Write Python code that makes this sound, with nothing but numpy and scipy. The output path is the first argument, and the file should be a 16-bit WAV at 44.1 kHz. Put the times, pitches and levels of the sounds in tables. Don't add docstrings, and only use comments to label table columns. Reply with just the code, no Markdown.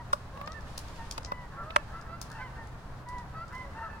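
import sys
import numpy as np
from scipy import signal
from scipy.fft import rfft, irfft
from scipy.io import wavfile
from scipy.ndimage import uniform_filter1d

SR = 44100
rng = np.random.default_rng(int(sys.argv[2]) if len(sys.argv) > 2 else 0)


def store_pcm(level_fs):
    pcm = np.round(np.clip(level_fs, -1, 1) * 32767).astype(np.int16)
    wavfile.write(sys.argv[1], SR, np.atleast_2d(pcm).T)


N = 176400

# (frequency [Hz], level [dB])
CRUNCH_SPECTRUM = [(300, -25), (1200, -53.5), (2000, 6), (3200, 4.5), (5000, 4), (7000, -3), (10500, -1.5),
                   (16000, -44)]
CRACK_RISE_S, ECHO_LAG_S, TREES_DECAY_S = 0.00028, 0.0084, 0.03
TIME, FREQS = np.arange(N) / SR, np.arange(N // 2 + 1) * SR / N
SIDE = np.array([[1], [-1]])


def undb(db):
    return 10 ** (np.asarray(db) / 20)


def on_log(points, hz):
    freqs, values = np.array(points, float).T
    return np.interp(np.log(np.maximum(hz, 1)), np.log(freqs), values)


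def noise(spectrum, edge_hz=np.inf):
    gain = undb(on_log(spectrum, FREQS)) / np.sqrt(1 + (FREQS / edge_hz) ** 10)
    x = irfft(rfft(rng.standard_normal(N)) * gain, N)
    return x / x.std()


def stereo_noise(spectrum, width, edge_hz=np.inf):
    return (noise(spectrum, edge_hz) + width * noise(spectrum, edge_hz) * SIDE) / np.hypot(1, width)


def wander(rate_hz):
    hold = int(SR / rate_hz)
    steps = np.repeat(rng.standard_normal(N // hold + 1), hold)
    x = uniform_filter1d(uniform_filter1d(steps, hold), hold)[:N]
    return x / x.std()


def pan(left_over_right_db):
    return undb(SIDE * left_over_right_db / 2)


def delay(x, lag_s):
    return irfft(rfft(x) * np.exp(-2j * np.pi * FREQS * lag_s), N)


def since(start):
    return np.maximum(TIME - start, 0)


def strike(start, rise_s, decay_s):
    t = since(start)
    envelope = (1 - np.exp(-t / rise_s)) ** 2 * np.exp(-np.minimum(t / decay_s, 50))
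    return envelope / envelope.max()


def swell(start, length, attack_s=0.038, release_s=0.059):
    t = since(start)
    attack = np.sin(np.pi / 2 * np.clip(t / attack_s, 0, 1))
    return attack * np.sin(np.pi / 2 * np.clip((length - t) / release_s, 0, 1))


def scatter(x, decay_s):
    tail = (rng.standard_normal((2, N)) * strike(ECHO_LAG_S, decay_s / 10, decay_s))[:, :SR]
    tail /= np.sqrt((tail ** 2).sum(1, keepdims=True))
    return signal.fftconvolve(x, tail, axes=1)[:, :N]


def outdoors():
    # (frequency [Hz], level [dB])
    air_spectrum = [(20, 1.5), (40, 1), (60, 3), (110, -2), (170, -5), (250, -12), (370, -17), (600, -14),
                    (1100, -14.5), (1600, -20), (2300, -31.5), (3500, -50.5), (8000, -55), (16000, -51)]
    # (frequency [Hz], side over mid [ratio])
    air_width = [(30, 0.18), (120, 0.1), (300, 0.27), (800, 0.34), (3000, 1), (12000, .8)]
    # (frequency [Hz], level [dB])
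    hiss_spectrum = [(500, -9), (2500, 8), (4500, 6), (7000, -0.5), (10000, -5), (12500, -11),
                     (16000, -30.5)]
    # (time [s], level [dB])
    hiss_course = [(0, -63.5), (.25, -61), (.6, -60.5), (.8, -55.5), (.95, -56), (1.12, -56.5),
                   (1.3, -63.5), (1.5, -63.5), (1.82, -60.5), (2.15, -64), (2.28, -59.5), (2.8, -63.5),
                   (3.3, -64), (3.55, -62), (4, -64)]
    air_side = irfft(rfft(noise(air_spectrum)) * on_log(air_width, FREQS), N)
    rumble = undb(-44 + 0.81 * wander(25.33)) * (noise(air_spectrum) + air_side * SIDE)
    hum_rms = undb(-57 + 3.2 * wander(4.6))
    hum_hz = 124.2 * (1 + 0.02 * wander(8))
    hum = hum_rms * np.sqrt(2) * np.sin(2 * np.pi * np.cumsum(hum_hz) / SR)
    hiss_db = np.interp(TIME, *np.array(hiss_course).T) + wander(40)
    return rumble + hum + undb(hiss_db) * stereo_noise(hiss_spectrum, width=0.98)


def voice(calls, droop, grow_db):
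    # (frequency [Hz], level relative to the third harmonic [dB])
    overtones = [(2000, -15), (2400, -14), (2680, -7), (3300, -21.5), (4300, -10.5), (5500, -16),
                 (7000, -28)]
    droop_s, flutter_db = 0.04, 2
    out, waver, jitter = 0, 0.00411 * wander(60), wander(400)
    flutter = [undb(flutter_db * wander(80)) for _ in range(7)]
    for start, length, start_hz, mid_hz, end_hz, db1, db2, db3, pan_db, hoarseness in calls:
        progress = np.clip(since(start) / length, 0, 1)
        closing = np.clip(since(start + length - droop_s) / droop_s, 0, 1)
        bend = np.polyfit([0, 0.5, 1], [start_hz, mid_hz, end_hz], 2)
        hz = np.polyval(bend, progress) * (1 + waver + hoarseness * jitter - droop * closing ** 2)
        phase = 2 * np.pi * np.cumsum(hz) / SR
        levels = [db1, db2, db3, *(db3 + on_log(overtones, mid_hz * np.arange(4, 8)))]
        tone = sum(undb(db) * flutter[k] * np.sin((k + 1) * phase) for k, db in enumerate(levels))
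        envelope = swell(start, length) * undb(grow_db * (progress - 0.5))
        out += np.sqrt(2) * tone * envelope * pan(pan_db)
    return out


def far_calls():
    # (time [s], length [s], start pitch [Hz], middle pitch [Hz], end pitch [Hz],
    # harmonic 1 [dB], harmonic 2 [dB], harmonic 3 [dB], left over right [dB], jitter [share of pitch])
    high_calls = [(-.06, 0.099, 955, 976, 940, -45.5, -51, -80, 0, .004),
                  (.53, 0.082, 896, 892, 840, -63, -47.5, -69, -10, 0.0044),
                  (.975, .1, 945, 916, 950, -46, -54.5, -66, -2, 0.0088),
                  (1.265, .21, 1005, 992, 960, -51.5, -53, -72, -1, 0.0054),
                  (1.72, 0.12, 862, 886, 845, -63, -56, -65, -14, 0.01),
                  (2.33, 0.11, 930, 887, 830, -46.5, -53.5, -62.5, 1.5, 0.017),
                  (2.38, 0.13, 985, 1015, 884, -48.5, -50.5, -64.5, -3, 0.014),
                  (2.56, 0.11, 898, 909, 872, -51.5, -50.5, -74, 2, 0.011),
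                  (3.06, 0.18, 951.5, 993.5, 934, -41, -51.5, -78, -1, 0.0036),
                  (3.52, 0.145, 1001, 1023, 997, -45, -45.5, -67.5, -3.5, 0.0063),
                  (3.745, 0.13, 880, 913, 887, -43.5, -48.5, -66, 2, 0.011),
                  (3.88, 0.12, 864, 880, 830, -64, -54.5, -65.5, -7.5, 0.013)]
    low_calls = [(.31, .24, 528, 573.5, 679, -55, -48.5, -59, -1, 0.0068),
                 (1.52, .22, 532.3, 587.7, 676, -55, -49, -70, -2, 0.0064),
                 (1.555, 0.095, 644, 678, 660, -67, -42, -71, 0.5, 0.0058),
                 (1.91, 0.102, 660, 662.6, 690, -64, -42.5, -62.5, 2, 0.0062),
                 (2.06, 0.12, 645, 664, 703, -55, -44.5, -59.5, -4, 0.0081),
                 (2.385, 0.058, 753, 772, 786, -58, -39, -55, -3, 0.0106),
                 (3.335, 0.12, 633, 652, 693, -58, -40.5, -57.5, 0.5, 0.0088),
                 (3.62, 0.09, 575, 560, 544, -52, -63, -64, -1, 0.0119),
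                 (3.815, 0.078, 653, 662, 622, -50.5, -39.5, -59, 2, 0.0172)]
    # (time [s], length [s], level [dB])
    rasps = [(1.496, 0.21, -52.5), (1.866, 0.24, -53), (2.291, 0.13, -49.5), (2.545, 0.06, -49.5),
             (3.312, 0.086, -52), (3.499, 0.069, -46), (3.738, 0.2, -48.5)]
    # (frequency [Hz], level [dB])
    rasp_spectrum = [(200, -38), (550, -7.5), (900, 7.5), (1400, 9.5), (1800, 12), (2200, -35.5),
                     (2700, -2.5), (3400, -45), (8000, -37)]
    calls = voice(high_calls, droop=0.065, grow_db=-2) + voice(low_calls, droop=0.0096, grow_db=8)
    calls += noise(rasp_spectrum) * sum(undb(db) * swell(start, length) for start, length, db in rasps)
    direct = np.array([calls[0], delay(calls[1], lag_s=0.00006)])
    return direct + undb(-10) * scatter(direct, decay_s=0.15)


def shell(x):
    # (frequency [Hz], width [Hz], gain [dB])
    resonances = [(2570, 83, 9), (3670, 240, 6.5), (4450, 310, 2), (5070, 250, 5.5), (6540, 100, -0.5),
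                  (7000, 290, -1), (12100, 650, -1.5)]
    colour_db = sum(db / (1 + (2 * (FREQS - hz) / width) ** 2) for hz, width, db in resonances)
    return irfft(rfft(x) * undb(colour_db - 4), N)


def splits():
    # (time [s], level [dB], decay [s], upper edge [Hz])
    breaks = [(0.1289, -31.5, 0.0013, 14900), (0.4615, -47, 0.0016, 8200), (0.5199, -39, 0.0016, 6740),
              (.608, -47, 0.0017, 6800), (0.7773, -30, .001, 14000), (0.7792, -27, 0.0017, 15000),
              (0.8841, -43, 0.0011, 7000), (1.1109, -28.5, 0.0028, 11100), (1.1123, -34, 0.0014, 11300),
              (1.1797, -63, 0.0016, 12000), (1.2312, -43, .002, 7000), (1.2475, -32, 0.0026, 6600),
              (2.0126, -46.5, 0.0026, 8700), (2.2142, -32, 0.0039, 14200), (2.301, -48.5, 0.0023, 14100),
              (2.3157, -44, 0.0033, 14000), (2.6716, -50, 0.0024, 12000), (3.0867, -46.5, 0.0042, 13000),
              (3.1828, -49, 0.0058, 8900), (3.48, -52, 0.004, 9050), (3.5285, -55, 0.0048, 16000),
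              (3.55, -51, .004, 16000), (3.58, -53, .003, 16000)]
    # (frequency [Hz], level [dB])
    break_spectrum = [(500, 1), (2000, -9), (3200, -7), (4600, 1.5), (6200, 3.5), (7500, -2), (9500, -2),
                      (12000, -9.5), (16000, -6)]
    bursts = 0
    for start, db, decay_s, edge_hz in breaks:
        burst = stereo_noise(break_spectrum, width=0.65, edge_hz=edge_hz)
        bursts += undb(db) * strike(start, CRACK_RISE_S, decay_s) * burst
    direct = shell(bursts) * pan(3)
    near_echo = undb(-6.5) * scatter(direct, decay_s=0.0045)
    return direct + near_echo + undb(-12) * scatter(direct, TREES_DECAY_S)


def hard_blow():
    # (time [s], level [dB], width [s], left over right [dB])
    impacts = [(1.7634, -6.5, 0.0002, -12), (1.7665, -11.5, 0.00016, 2)]
    out, snap_noise = 0, stereo_noise(CRUNCH_SPECTRUM, width=0.36)
    for centre, db, width_s, pan_db in impacts:
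        offset = (TIME - centre) / width_s
        pulse = (2 * offset ** 2 - 1) * np.exp(-offset ** 2)
        snap = undb(-26) * snap_noise * strike(centre - width_s, CRACK_RISE_S, decay_s=0.001)
        out += undb(db) * pan(pan_db) * (pulse + snap)
    return out


def knocks():
    # (time [s], ring [dB], ring pitch [Hz], thud [dB], crunch [dB],
    # upper edge of the crunch [Hz], crunch left over right [dB])
    hits = [(0.1303, -17, 1126, -30, -26, 14000, 2.5), (0.3733, -54, 1080, -36, -50, 6030, 1),
            (0.4122, -52, 1100, -29, -46.5, 6050, 4), (0.4743, -40, 1290, -32, -39, 6350, 4),
            (1.1785, -32.5, 907, -29, -32, 12300, 6), (1.3184, -27, 1090, -27.5, -40, 6300, 2),
            (1.705, -44, 1090, -37, -37, 3560, 0), (1.7603, -13.5, 1107, -19.5, -24.5, 11500, -1)]
    # (frequency [multiple of ring pitch], level [dB], decay [s])
    modes = [(0.531, -11.5, 0.0057), (.87, -13, 0.0034), (1.002, 3.5, 0.0021), (1.23, -1.5, 0.0022)]
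    # (frequency [Hz], level [dB])
    thud_spectrum = [(100, 13), (380, -12), (560, 5.5), (730, -5), (950, 6.5), (1500, -8), (2700, -12.5),
                     (3800, -43), (16000, -31)]
    ring, thud_envelope, crunch = 0, 0, 0
    for start, ring_db, hz, thud_db, crunch_db, edge_hz, pan_db in hits:
        for multiple, db, decay_s in modes:
            tone = np.sin(2 * np.pi * hz * multiple * since(start))
            ring += undb(ring_db + db) * strike(start, rise_s=0.005, decay_s=decay_s) * tone
        thud_envelope += undb(thud_db) * strike(start, rise_s=0.002, decay_s=0.0028)
        grit = stereo_noise(CRUNCH_SPECTRUM, width=1, edge_hz=edge_hz) * pan(pan_db)
        crunch += undb(crunch_db) * strike(start, CRACK_RISE_S, decay_s=0.0036) * grit
    stereo_ring = np.array([delay(ring, lag_s=0.000405), ring])
    return stereo_ring + thud_envelope * stereo_noise(thud_spectrum, width=0.97) + shell(crunch)


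def pecks(low_cut_hz=250):
    low_cut = np.sqrt(1 + (low_cut_hz / (FREQS + 1)) ** 10)
    direct = irfft(rfft(knocks() + hard_blow()) / low_cut, N)
    return direct + undb(-27) * scatter(direct, TREES_DECAY_S)


def scene():
    return pecks() + splits() + far_calls() + outdoors()


def record(dry):
    return signal.sosfilt(signal.ellip(8, 0.2, 70, 16300, fs=SR, output="sos"), dry)


dry = scene()
out = record(dry)
store_pcm(out)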